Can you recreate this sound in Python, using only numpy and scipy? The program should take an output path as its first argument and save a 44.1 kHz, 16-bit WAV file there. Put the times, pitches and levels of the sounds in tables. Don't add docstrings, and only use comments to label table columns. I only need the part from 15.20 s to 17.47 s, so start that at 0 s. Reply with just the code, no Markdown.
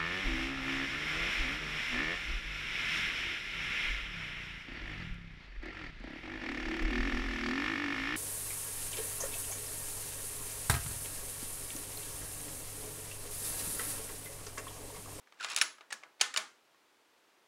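import sys
import numpy as np
from scipy import signal
from scipy.fft import rfft, irfft, next_fast_len
from scipy.io import wavfile
from scipy.ndimage import uniform_filter1d

SR = 44100
rng = np.random.default_rng(int(sys.argv[2]) if len(sys.argv) > 2 else 0)


def invert_db(level):
    return 10 ** (np.asarray(level, dtype=float) / 20)


def dump(signal):
    limited = np.clip(np.atleast_2d(signal).T, -1, 1)
    pcm = np.round(limited * 32767).astype(np.int16)
    wavfile.write(sys.argv[1], SR, pcm)


N = 100327
OFF_DB = -140
RISE_S = 0.00072


def unit(x):
    return x / np.sqrt(np.mean(x ** 2) + 1e-20)


def along(points, hz):
    f, v = np.transpose(points)
    return np.interp(np.log(hz + 1), np.log(f + 1), v)


def slope(tilt_db, hz):
    return tilt_db * np.log2(np.clip(hz, 1000, 16000) / 3000)


def causal(x, gain_db):
    m = next_fast_len(len(x) + 4096, real=True) // 2 * 2
    cepstrum = irfft(gain_db(np.fft.rfftfreq(m, 1 / SR)) * np.log(10) / 20, m)
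    cepstrum[1:m // 2] *= 2
    cepstrum[m // 2 + 1:] = 0
    return irfft(rfft(x, m) * np.exp(rfft(cepstrum)), m)[:len(x)]


def damped(db, hz, t60_s, rise_s, t):
    return invert_db(db - 60 * t / t60_s) * np.sin(2 * np.pi * hz * t) * (1 - np.exp(-t / rise_s))


def ringing(hz, db, t60_s, t):
    scatter_db, drift = 2.5, 0.036
    chance = rng.standard_normal((len(hz), 3))
    pitch = hz[:, None] * (1 + drift * chance[:, :1])
    phase = 2 * np.pi * pitch * t + 10 * chance[:, 1:2]
    level_db = db[:, None] + scatter_db * chance[:, 2:] - 60 * t / t60_s
    return (invert_db(level_db) * np.sin(phase)).sum(0)


# start in seconds, peak in dB, brightness in dB per octave, stock knock in dB, t60 in seconds.
TOUCHES = [(.0718, -59, -7, -1, 0.043), (.113, -73, -5, -10.5, 0.018), (.1228, -49, -8, -14.5, 0.017),
           (.143, -60, 0, -11, 0.012), (.1745, -65, -7, 4.5, 0.026), (.187, -61.5, 0, 4, 0.02),
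           (.5826, -53, -6, 5.5, 0.027), (.608, -45.5, -8.5, -4, 0.035), (.7045, -40.5, -5, -19, 0.04),
           (.708, -43.5, -4, -10, 0.055), (.722, -36, -8.5, -4, 0.03), (.7258, -28, 3, -8.5, .025),
           (.732, -35, 1.5, -10, 0.0081), (.7385, -43, 3.5, -11.5, 0.04), (.828, -50.5, -16.5, -4, 0.014),
           (.8342, -42, -8.5, -3, 0.03), (1.385, -70.5, -9.5, -3, 0.015), (1.545, -60, -8, -2, 0.025)]
RATTLE = [(.1985, -43.5, -1.5, -12, 0.019), (.2078, -39, -1, -9.5, .02), (.2165, -45, -4.5, -7.5, .02),
          (.2265, -39, -0.5, -10.5, .02), (.231, -42.5, -5.5, -10, .02), (.2376, -37.5, 0.5, -11.5, .015),
          (.2415, -38, -1.5, -16.5, .015), (.2445, -32.5, 2.5, -13.5, .012),
          (.2463, -25.5, -4.5, -6, 0.0082), (.2488, -35.5, -5.5, -3, .02), (.2595, -46, 6.5, -8, .015),
          (.2635, -43, 4.5, -10.5, .012), (.267, -42.5, -9, -9.5, .015), (.2725, -49.5, 6, -12, .01),
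          (.2858, -36.5, -2, -17, .015), (.2925, -41, -1, -0.5, .015), (.2975, -38.5, -1, -13, .012),
          (.3, -30, -1.5, -7, .018), (.3055, -35.5, -4, -10.5, .02), (.3095, -36.5, -4.5, -9, .02),
          (.3155, -33, 1, -14.5, 0.02204), (.319, -37, 1, -4.5, .02), (.3245, -41.5, -6, -14, .02),
          (.3325, -36.5, 2, -6, .015), (.338, -41.5, -11, -8, .015), (.3462, -33.5, 4, -20, 0.0092)]
KNOCKS = [
    (0.3629, -14.5, 3, -21.5, 0.0079),
    (0.3669, -29.5, 1.2, -12.5, 0.032),
    (0.374, -25, 0, -7.5, 0.028),
    (.3795, -31, -1.5, -10.5, 0.045),
    (0.3865, -28.5, 3, -23.5, 0.018),
    (.413, -12, 0, -19.5, 0.026),
    (0.4163, -27.5, 3, -18.5, 0.027),
    (0.4223, -25.5, 0.5, -1.5, 0.026),
]
LOCKING = [(.9958, -50, -6, -15, 0.035), (1.0032, -36.5, -7.5, -18, 0.01), (1.0092, -33.5, -1, -24, 0.0099),
           (1.0115, -11.5, -0.77, -14, 0.011), (1.0154, -18, -0.5, -12, 0.026), (1.138, -43, -7, -8, 0.013),
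           (1.1405, -27, 0.5, -11, 0.019), (1.1465, -40, 3.5, 3, 0.03), (1.1618, -22.5, -4, -13, 0.018),
           (1.1718, -21.5, 8, -1.5, 0.0072), (1.174, -18, -1, -15, 0.016), (1.1785, -23.5, 4, -11, 0.017)]
# frequency in Hz, level in dB.
LOOSE_MODES = [(2360, 3), (2730, 0.5), (3700, 2.5), (4420, -0.5), (5300, 1), (6100, -18), (6800, -6),
               (7700, -3), (8800, -11.5), (10100, -5)]
SHUT_MODES = [(2250, 3), (2950, -1.5), (3660, 6), (4450, 6), (5100, 1), (5700, -3), (6400, -7.5),
              (7000, 4.5), (9200, -8), (10300, -2)]
# frequency in Hz, level in dB.
STOCK_MODES = [(640, -18), (850, -12), (1240, -4), (1450, -4), (1750, -6), (2200, -7)]
# frequency in Hz, density in dB per Hz.
CRACK = [(120, -44), (400, -22.5), (1500, -5), (4500, -2), (7000, -1), (10500, -10), (12000, -11.5),
         (16000, -22)]


def contacts(rows, body):
    crack_db, modes_db, hard_peak_db = -5, -17, -1.5
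    steel_life, stock_life, stock_wet_db = 0.8, 1.1, -8.5
    spike_db, spike_lag_s = -17, 0.001
    out = np.zeros((2, N + SR))
    t = np.arange(SR // 8) / SR
    rise = 1 - np.exp(-(t / RISE_S) ** 2)
    steel_hz, steel_db = np.transpose(body)
    stock_hz, stock_db = np.transpose(STOCK_MODES)
    for start_s, db, tilt_db, knock_db, t60_s in rows:
        colour = lambda f: along(CRACK, f) + slope(tilt_db, f)
        steel = ringing(steel_hz, modes_db + steel_db + slope(tilt_db, steel_hz), steel_life * t60_s, t)
        stock = ringing(stock_hz, knock_db + stock_db, stock_life * t60_s, t) / 2 * rise
        crack = unit(causal(rng.standard_normal(len(t)), colour)) * invert_db(crack_db - 60 * t / t60_s)
        hard = (steel + crack) * rise
        hard = hard * invert_db(hard_peak_db) / np.abs(hard).max()
        click = unit(causal(1. * (t == 0), colour)) * np.std(hard)
        spike = invert_db(spike_db) * np.roll(click, round(spike_lag_s * SR))
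        direct = hard + stock + spike
        spread = click + invert_db(stock_wet_db) * stock
        out[:, round(start_s * SR):][:, :len(t)] += invert_db(db) * np.array([direct, spread])
    return out[:, :N]


# start in seconds, level in dB, frequency in Hz, t60 in seconds.
NOTES = [(.229, -40, 2780, 0.014), (.246, -37.5, 2744, 0.036), (.2455, -39.5, 7660, 0.018),
         (.309, -44.5, 2660, .04), (.3625, -25.5, 4640, 0.017), (.3625, -25, 10300, 0.019),
         (.4135, -30.5, 1300, 0.034), (.4135, -31.5, 1525, 0.053), (.4135, -25.5, 1771, 0.041),
         (.4135, -34, 2924, 0.053), (.3745, -36.5, 5200, .03), (.383, -38, 8600, 0.022),
         (1.164, -36, 7200, 0.027), (.4135, -22.5, 5520, 0.029), (.7045, -50, 7630, 0.032),
         (.708, -46.5, 1910, .04), (.726, -38, 8820, .025), (.726, -36, 1713, 0.035),
         (.8345, -46, 2080, .025), (1.012, -47, 385, 0.05), (1.012, -37, 840, 0.039),
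         (1.014, -29, 1493, 0.019), (1.012, -22.5, 2270, 0.021), (1.012, -29.5, 2880, 0.023),
         (1.0135, -28.5, 6440, 0.038), (1.012, -20, 6870, 0.016), (1.1405, -40.5, 1830, .025),
         (1.1405, -42, 2270, 0.029), (1.1405, -43, 10170, .015), (1.1625, -33, 2960, 0.034),
         (1.174, -37, 1677, 0.025), (1.174, -34, 2337, 0.046), (1.176, -51.5, 629, 0.17)]


def notes():
    out, t = np.zeros(N + SR), np.arange(SR // 4) / SR
    for start_s, db, hz, t60_s in NOTES:
        out[round(start_s * SR):][:len(t)] += damped(db, hz, t60_s, RISE_S, t)
    return out[:N]


# frequency in Hz, level in dB, t60 in seconds.
RINGS = [(6755, -6, .03), (10085, -4, .045), (10110, -28, .33), (14720, -27, .15)]
# start in seconds, level in dB, t60 scale, extra level of the top ring in dB.
RING_BLOWS = [
    (.304, -43, .9, -15),
    (.4175, -23, 1, 0),
    (1.0145, -28, .55, -25),
    (1.176, -39, .8, -25),
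]


def bolt_ring():
    waver_db, waver_s = 2.5, 0.004
    out, t = np.zeros(N + SR), np.arange(SR // 2) / SR
    hz, ring_db, t60_s = np.transpose(RINGS)[:, :, None]
    for start_s, db, scale, top_db in RING_BLOWS:
        noise = rng.standard_normal((len(hz), len(t)))
        waver = unit(uniform_filter1d(noise, int(waver_s * SR), axis=1))
        level_db = ring_db + waver_db * waver + top_db * (hz == hz.max()) - 60 * t / (t60_s * scale)
        ring = invert_db(level_db) * np.sin(2 * np.pi * hz * t + waver / 2)
        out[round(start_s * SR):][:len(t)] += invert_db(db) * ring.sum(0) * (1 - np.exp(-t / RISE_S))
    return out[:N]


# time in seconds, level in dB.
SCRAPE = [(.17, -77.5), (.196, -70.5), (.21, -54.5), (.24, -49.5), (.275, -59.5), (.315, -46.5),
          (.355, -58.5), (.38, -44), (.41, -56.5)]


def scrape():
    slips_per_s, spread_db, width_hz, tilt_db = 2500, 4, 350, -3.5
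    slips = (rng.random(N) < slips_per_s / SR) * rng.standard_normal(N)
    slips = slips * invert_db(spread_db * rng.standard_normal(N))
    f = np.fft.rfftfreq(N, 1 / SR)
    damping = 1j * f * width_hz
    body = 0
    for k, (hz, db) in enumerate(STOCK_MODES + LOOSE_MODES):
        body = body + (-1) ** k * invert_db(db) * damping / (hz * hz - f * f + damping)
    body = body * invert_db(slope(tilt_db, f))
    s, pressure_db = np.transpose(SCRAPE)
    pressure = invert_db(np.interp(np.arange(N) / SR, s, pressure_db, OFF_DB, OFF_DB))
    return unit(irfft(rfft(slips) * body, N)) * pressure


# time in seconds, pitch in Hz, level in dB.
PLATE = [(0.196, 1769, -68), (.2, 1652, -50), (.21, 1452, -46), (0.221, 1382, -47), (.228, 1319, -58.5),
         (0.251, 1230, -52), (.264, 1268, -53.5), (0.273, 1200, -72)]


def plate():
    roughness, width_hz, upper_ratio, upper_db = 0.45, 150, 1.75, -7
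    s, hz, db = np.transpose(PLATE)
    t = np.arange(N) / SR
    phase = 2 * np.pi * np.cumsum(np.interp(t, s, hz)) / SR
    rough = unit(uniform_filter1d(rng.standard_normal((2, N)), int(SR / width_hz / 2), axis=1))
    lower = (1 + roughness * rough[0]) * np.sin(phase)
    upper = invert_db(upper_db) * rough[1] * np.sin(upper_ratio * phase)
    return (lower + upper) * invert_db(np.interp(t, s, db, OFF_DB, OFF_DB))


# start in seconds, level in dB, frequency in Hz.
THUDS = [
    (0.43, -58.5, 297.2),
    (0.734, -62.5, 217),
    (1.176, -57, 210),
]


def thuds():
    out, t = np.zeros(N + SR), np.arange(SR // 2) / SR
    for start_s, db, hz in THUDS:
        out[round(start_s * SR):][:len(t)] += damped(db, hz, 0.22, 0.0089, t)
    return out[:N]


# start in seconds, level in dB.
JOLTS = [
    (.3, -64),
    (0.362, -51.5),
    (0.411, -49),
    (.726, -63.5),
    (1.013, -60),
    (1.171, -64),
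]


def jolts():
    jolt_s = 0.0023
    out, u = np.zeros(N), np.arange(SR // 10) / SR / jolt_s
    for start_s, db in JOLTS:
        out[round(start_s * SR):][:len(u)] += invert_db(db) * u * (2 - u) * np.exp(-u)
    return out


# frequency in Hz, t60 in seconds.
ROOM_T60 = [(200, 1), (530, .28), (1400, 0.32), (3700, 0.28), (7000, 0.29), (9700, 0.27), (15000, .22)]


def room(x):
    level_db, gap_s, tilt_db, air_db = -8.5, 0.009, -3, 2.5
    wet, first_half = np.zeros(N), np.arange(N) < 0.9 * SR
    for part in (first_half, ~first_half):
        hz, t, z = signal.stft(rng.standard_normal(SR // 2), SR, nperseg=256)
        colour_db = slope(tilt_db, hz) + air_db * (hz > 11000)
        decay_db = 60 * t / along(ROOM_T60, hz)[:, None]
        tail = signal.istft(z * invert_db(colour_db[:, None] - decay_db), SR, nperseg=256)[1]
        tail = tail * (1 - np.exp(-(np.arange(len(tail)) / SR / gap_s) ** 2))
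        wet += signal.fftconvolve(x * part, tail / np.linalg.norm(tail))[:N]
    return invert_db(level_db) * wet


# frequency in Hz, density in dB per Hz.
HISS = [(12, -63), (20, -35), (150, -16), (330, -3.5), (1200, -6), (3300, -11), (6000, -17), (16000, -27)]


def hiss():
    return invert_db(-68.7) * unit(causal(rng.standard_normal(N), lambda f: along(HISS, f)))


# frequency in Hz, gain in dB.
MIC = [(30, -12.5), (300, 6), (3000, 5), (7000, 2.5), (9000, 2.46), (10500, 2.2), (12000, -9.5), (16000, 1)]


def scene():
    note_wet_db = -12.5
    action = contacts(TOUCHES + RATTLE + KNOCKS, LOOSE_MODES) + contacts(LOCKING, SHUT_MODES)
    action = action + bolt_ring() + scrape() + plate()
    near, spread = action + invert_db([[0], [note_wet_db]]) * notes()
    heard = causal(near + room(spread), lambda f: along(MIC, f))
    return (heard + jolts() + thuds() + hiss())[None]


def low_pass(x):
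    return signal.sosfilt(signal.butter(12, 16520, fs=SR, output="sos"), x)


def record(dry):
    top_hz, drop_db = 15850, -28
    above = np.fft.rfftfreq(N, 1 / SR) > top_hz
    mix = irfft(rfft(dry) * invert_db(drop_db * above), N)
    return low_pass(mix)


dry = scene()
out = record(dry)
dump(out)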